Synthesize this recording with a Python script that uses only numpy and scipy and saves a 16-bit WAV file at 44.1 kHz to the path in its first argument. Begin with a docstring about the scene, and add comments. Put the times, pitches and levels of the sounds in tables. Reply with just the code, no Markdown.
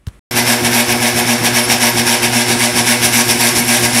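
"""A workshop, heard through one microphone standing close to a power hammer.
First come a small click and a low knock in the quiet room, then a moment of dead silence.
From 0.3 s the hammer is idling: its motor hums at twice the mains frequency and shakes loose steelwork.
Each turn of the crank loads it twice, so the rattle surges short, long, short, long, and a soft low thud
marks every turn. A thin whistle of air rides on top; metal squeaks near 1.8 s and again near 3.6 s."""
import sys
import numpy as np
from scipy import signal
from scipy.fft import rfft, irfft
from scipy.io import wavfile

SR = 44100
rng = np.random.default_rng(int(sys.argv[2]) if len(sys.argv) > 2 else 0)


def transcribe(u):
    """Save the signal u as a 16-bit wav file named by the first command-line argument.

    u: samples, shape (n,) or (channels, n), limited to [-1, 1]; the rate is SR.
    q: integer samples, one column per channel.
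    """
    v = np.clip(np.atleast_2d(u).T, -1, 1)
    q = np.round(v * 32767).astype(np.int16)
    wavfile.write(sys.argv[1], SR, q)


N = 176400
TIME = np.arange(N) / SR
TURN_HZ, HUM_HZ = 3.754, 120  # crank and motor

# Surges of the loose steel under load: start_s, hold_s, level_db
SURGES = [(0.376, 0.017, 2.6), (0.476, 0.055, 0.7), (0.659, 0.0092, 0.8), (0.74, 0.069, 0.8),
          (0.902, 0.026, -0.3), (1.03, 0.057, -1.1), (1.178, 0.021, 0.3), (1.288, 0.045, -0.5),
          (1.457, 0.014, 3), (1.561, 0.031, 2), (1.707, 0.025, 3.2), (1.82, 0.062, 0.9), (1.984, 0.012, 2),
          (2.077, 0.072, 1.1), (2.239, 0.015, 1.6), (2.337, 0.08, -1), (2.493, 0.034, 0.2),
          (2.604, 0.051, 1), (2.776, 0.016, 3), (2.877, 0.054, 1), (3.043, 0.012, 4.1), (3.142, 0.069, 1.7),
          (3.299, 0.017, 1.9), (3.409, 0.08, 0.6), (3.568, 0.023, 1), (3.694, 0.076, -0.3),
          (3.839, 0.018, -0.5), (3.949, 0.15, -1)]

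def shaking(rise_s=.022, release_s=.012, idle_db=-7.5):
    """How hard the steel shakes: each surge rises, holds and dies back to the idle level."""
    power = amp(idle_db) ** 2
    for start, hold, db in SURGES:
        before, after = np.maximum(start - TIME, 0), np.maximum(TIME - start - hold, 0)
        shape = np.exp(-(before / rise_s) ** 2 - after / release_s)
        power = power + (amp(db) * shape) ** 2
    return np.sqrt(power)


def rattle(hits_per_s=5500):
    """Close to the microphone, loose steel chatters in bunches, one for each cycle of the hum."""
    shake = shaking()
    force = shake / shake.mean()
    bunch = np.exp(.85 * np.cos(2 * np.pi * HUM_HZ * TIME + .9 * drift(rate_hz=14)))
    size = rng.choice([-1, 1], N) * amp(2.5 * np.clip(rng.standard_normal(N), -2, 2))
    struck = rng.random(N) < hits_per_s * bunch / bunch.mean() / SR
    hits = unit(size * struck * amp(.1 * drift(rate_hz=15))) * shake
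    ringing = tail(hits, t60=.09, wet_db=3)
    return amp(-14.5) * clatter(ringing, force) + amp(-25) * panels(hits) + amp(-31) * ring(ringing, force)


# Spectrum of the rattling steel: pitch_hz, level_db
STEEL_SPECTRUM = [(200,-33),(330,-9),(420,-6),(540,-8),(640,-3),(760,-0.5),(950,-2),(1150,-8.5),(1350,-11),(1560,-1),(1720,-0.5),(1900,-3.5),(2250,0),(2700,-2),(3300,-6),(3650,-4),(4100,-7.5),(4400,-6),(4900,-4.5),(5550,-3.5),(5900,-4),(6500,-9),(7100,-9),(7550,-6.5),(8050,-10),(9300,-7),(10100,-4),(10900,-8.5),(11600,-13.5),(12150,-6.5),(12500,-20),(13100,-23),(14200,-24.5),(15700,-27)]
# Slow swing of its treble: time_s, gain_db
TREBLE_GAIN = [(.3, -1), (1.2, -0.7), (1.7, -1.5), (2.55, -0.5), (2.9, 1.1), (3.6, 1.5), (4, 3.5)]
# Slow swing of its low body: time_s, gain_db
BODY_GAIN = [(.3, 0), (1.5, 0.5), (2.4, -2), (3.2, -2), (4, -3)]

def clatter(ringing, force):
    """The hits blur into a wash of steel, brighter when shaken harder."""
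    steel = unit(colour(tail(ringing, t60=.46, wet_db=-4.5), STEEL_SPECTRUM))
    treble = signal.sosfiltfilt(signal.butter(2, 6500, "high", fs=SR, output="sos"), steel)
    body = signal.sosfiltfilt(signal.butter(2, 1300, fs=SR, output="sos"), steel)
    treble_gain = amp(curve(TREBLE_GAIN)) * force ** .21
    body_gain = amp(curve(BODY_GAIN)) * force ** -.2
    return steel + treble * (treble_gain - 1) + body * (body_gain - 1)


# Modes of the hammer's panels: pitch_hz, level_db, t60_s
PANEL_MODES = [(709, -3, 0.15), (779.5, 5.5, 0.31), (836.6, -0.5, 0.45), (937, 12, 0.13), (1099, 4, 0.39),
               (1610, 7, .12), (1693, -1.5, 0.043), (2030, 8.5, 0.36), (2224, 9, 0.38), (2468, -4, 0.24),
               (2708, -37, 0.25), (4370, -7, 0.062)]

def panels(hits):
    """Every hit sets the panels ringing in their own modes."""
    t = TIME[:SR // 4]
    modes = sum(amp(db - 60 * t / t60) / np.sqrt(t60) * np.sin(2 * np.pi * (hz * t + rng.random()))
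                for hz, db, t60 in PANEL_MODES)
    strikes = hits * rng.choice([-1, 1], N)
    return unit(signal.fftconvolve(strikes, modes)[:N])


def ring(ringing, force):
    """A bright ring of the loose steel goes sharp when shaken harder."""
    pitch_hz = 5506 + 170 * (force - 1) + 91 * drift(rate_hz=8)
    return resonate(ringing, pitch_hz, width_hz=490)


# Partials of the hum, from the motor up to 360 Hz and from the rattle's steady buzz above: pitch_hz,
# swells_per_turn
HUM_PARTIALS = [(120, 2), (240, 2), (360, 3), (483.7, 2), (606.5, 2), (725.5, 2)]
# Their motion, row for row: level_db, swell_db, swell_at_turns, swing_db, swing_at_turns, sway_rad
HUM_MOTION = [(-25, 1.4, 0.38, 1.5, 0.62, 0.13), (-21, 5, 0.49, 2.5, 0.82, .7),
              (-25.5, 2.5, 0.35, 2.5, 0.4, 0.51), (-32, 1.5, 0.545, 1.5, 0.2, 0.74),
              (-33, 9.5, 0.53, 2.5, .05, 0.47), (-31, 5, 0.47, 3.5, 0.68, .7)]

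def hum():
    """Hum of the motor and the buzzing rattle in the frame; each partial swells and sags with the crank."""
    out, turn = np.zeros(N), TURN_HZ * TIME
    for (hz, swells), (db, swell_db, swell_at, swing_db, swing_at, sway) in zip(HUM_PARTIALS, HUM_MOTION):
        load = 2 * np.pi * swells * (turn - swell_at)
        swell = swell_db * (np.cos(load) - .5 * np.cos(2 * load))  # broad top, narrow dip
        swing = swing_db * np.cos(2 * np.pi * (turn - swing_at))  # once a turn
        level_db = db + swell + swing + 1.6 * drift(rate_hz=16)
        phase = 2 * np.pi * (hz * TIME + rng.random()) - sway * np.sin(load)
        waver = .042 * hz / HUM_HZ * drift(rate_hz=13)
        out += amp(level_db) * np.sin(phase + waver)
    return out


# Thuds within each turn: start_turns, level_db, decay_s
THUDS = [(.235, -25, .035), (.5, -42, 0.032), (.68, -35, 0.014)]
# Spectrum of the thuds: pitch_hz, level_db
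THUD_SPECTRUM = [(20, -25), (50, -16), (78, 1.5), (105, -4), (150, 0.5), (300, 1), (600, -7.5), (3000, -58)]
# Spectrum of the churning belt and frame: pitch_hz, level_db
CHURN_SPECTRUM = [(20, -24), (45, -5), (80, -7), (150, 7), (200, -16.5), (270, 7), (400, -2),
                  (600, -16), (1500, 6), (8000, -68)]

def crank():
    """Piston and ram thud softly on every turn, over the steady churn of the drive."""
    push = 0
    for start, db, decay in THUDS:
        since = (TURN_HZ * TIME - start) % 1 / TURN_HZ
        push = push + amp(db) * since / decay * np.exp(1 - since / decay)
    return push * noise(THUD_SPECTRUM) + amp(-30.5) * noise(CHURN_SPECTRUM)


# Thin squeaks on the machine: centre_s, half_length_s, peak_db, pitch_hz
SQUEAKS = [(1.644, .026, -17, 10550), (1.802, 0.0099, -33, 12050), (1.834, .016, -16, 10500),
           (1.898, .016, -16, 12030), (3.517, .005, -17, 11400), (3.555, 0.0045, -23, 11200),
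           (3.601, .006, -14, 11900), (3.627, .004, -22, 11600), (3.65, 0.0042, -17, 11450),
           (3.682, .004, -16, 11350), (3.8, .006, -20, 11700)]

def squeaks(glide_hz=250):
    """Metal rubs on metal in brief rough squeaks that rise in pitch."""
    out, jitter_hz = np.zeros(N), 265 * drift(rate_hz=890)
    for centre, half_length, db, hz in SQUEAKS:
        progress = np.clip((TIME - centre) / half_length, -3, 3)
        pitch_hz = hz + glide_hz * progress + jitter_hz
        out += amp(db) * np.exp(-2 * progress ** 2) * np.sin(2 * np.pi * np.cumsum(pitch_hz) / SR)
    return out


# Course of the whistle beneath its pulsing: time_s, level_db
WHISTLE_LEVEL = [(.3, -28), (.8, -29), (1.4, -32), (1.9, -32), (2.6, -42), (2.95, -35), (3.1, -30),
                 (3.5, -31), (4, -45)]

def whistle():
    """A thin, fuzzy whistle of air pulses with the strokes."""
    tone = resonate(rng.standard_normal(N), 12150, width_hz=330)
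    level_db = curve(WHISTLE_LEVEL) + 1.7 * drift(rate_hz=40)
    return tone * amp(level_db) * unit(shaking() ** .98)


# Ticks of the opening click: start_s, peak_db, centre_hz, fall_db_per_octave, decay_s
TICKS = [(.0668, -35, 2480, 7, 0.00017), (.0692, -18, 3000, 5, 0.00014), (.0695, -26, 1400, 9, 0.0017),
         (.0732, -28, 9500, 26, 0.00062), (.0795, -42, 10000, 15, .002), (.085, -26, 1900, 8, .0006),
         (.088, -36, 2600, 9, 0.0018), (.1058, -48, 2500, 4, 0.00056)]

def click():
    """A few dry ticks, with a faint, short tail of reflections."""
    ticks, hz = np.zeros(N), np.fft.rfftfreq(N, 1 / SR) + 1
    for start, db, centre, fall, decay in TICKS:
        burst = rng.standard_normal(N) * (TIME >= start) * np.exp(-abs(TIME - start) / decay)
        snap = irfft(rfft(burst) * amp(-fall * abs(np.log2(hz / centre))), N)
        ticks += amp(db) * snap / abs(snap).max()
    return tail(ticks, t60=.19, wet_db=-16, paths=1)


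def knock(start_s=.0728, rise_s=.0048, sag_hz_per_s=3900):
    """Under the click, a low knock sinks in pitch."""
    t = np.clip(TIME - start_s, 0, None)
    pitch_hz = np.maximum(121 - sag_hz_per_s * t, 55) * (t > 0)
    envelope = t / rise_s * np.exp(1 - t / rise_s)
    return amp(-13) * envelope * np.sin(2 * np.pi * np.cumsum(pitch_hz) / SR)


# Spectrum of the quiet workshop: pitch_hz, level_db
AIR_SPECTRUM = [(24, -39), (40, 0), (76, 1), (98, -8), (527, -22.5), (866, -29), (1000, -26), (2450, -30),
                (5040, -41), (10300, -36.5), (15000, -55)]
# Its course around the click: time_s, level_db
AIR_LEVEL = [(0, -53), (.066, -53), (.075, -32), (.11, -44), (.14, -41.5), (.194, -45.5)]

def room_tone():
    """Workshop air around the microphone, a low rush that lifts with the click."""
    return amp(curve(AIR_LEVEL)) * noise(AIR_SPECTRUM)


def amp(db):
    """Decibels to gain."""
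    return 10 ** (np.asarray(db) / 20)


def unit(x):
    """Scales to an rms of one."""
    return x / np.sqrt(np.mean(x ** 2) + 1e-20)


def curve(points):
    """Joins (time_s, value) points over the whole scene."""
    return np.interp(TIME, *np.transpose(points))


def colour(x, spectrum):
    """Filters by (pitch_hz, level_db) points."""
    hz, db = np.transpose(spectrum)
    gain_db = np.interp(np.log(np.fft.rfftfreq(N, 1 / SR) + 1), np.log(hz + 1), db)
    return irfft(rfft(x) * amp(gain_db), N)


def noise(spectrum):
    """Noise of a given spectrum."""
    return unit(colour(rng.standard_normal(N), spectrum))


def drift(rate_hz):
    """Smooth random wandering."""
    lowpass = np.exp(-(np.fft.rfftfreq(N, 1 / SR) / rate_hz) ** 2)
    return unit(irfft(rfft(rng.standard_normal(N)) * lowpass, N))


def tail(x, t60, wet_db, paths=8):
    """Adds dense, dying reflections; successive moments excite different paths."""
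    t = TIME[:SR // 2]
    path = rng.integers(0, paths, N // 32 + 1)[np.arange(N) // 32]
    echoes = rng.standard_normal((paths, len(t))) * amp(-60 * t / t60)
    wet = sum(signal.fftconvolve(x * (path == k), echo / np.linalg.norm(echo))[:N]
              for k, echo in enumerate(echoes))
    return x + amp(wet_db) * wet


def resonate(x, hz, width_hz):
    """A steep resonance that follows the pitch curve hz."""
    carrier = np.exp(2j * np.pi * np.cumsum(hz * np.ones(N)) / SR)
    pole = np.exp(-np.pi * width_hz / SR)
    return unit((carrier * signal.lfilter([1], [1, -2 * pole, pole * pole], x / carrier)).real)


def scene(quiet_end_s=.194, hammer_start_s=.3098):
    """The quiet workshop, a silent gap, then the idling hammer close by, in mono."""
    hammer = rattle() + hum() + crank() + squeaks() + whistle()
    quiet = click() + knock() + room_tone()
    entry = np.clip((TIME - hammer_start_s) / .001, 0, 1)
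    return (quiet * (TIME < quiet_end_s) + hammer * entry)[None]


def record(dry):
    """After the microphone, peaks are rounded softly and the treble ends at 15.75 kHz."""
    rounded = dry / (1 + (dry / .86) ** 6) ** (1 / 6)
    lowpass = signal.firwin(511, 15750, window=("kaiser", 9), fs=SR)
    return signal.oaconvolve(rounded, lowpass[None], "same")


dry = scene()
out = record(dry)
transcribe(out)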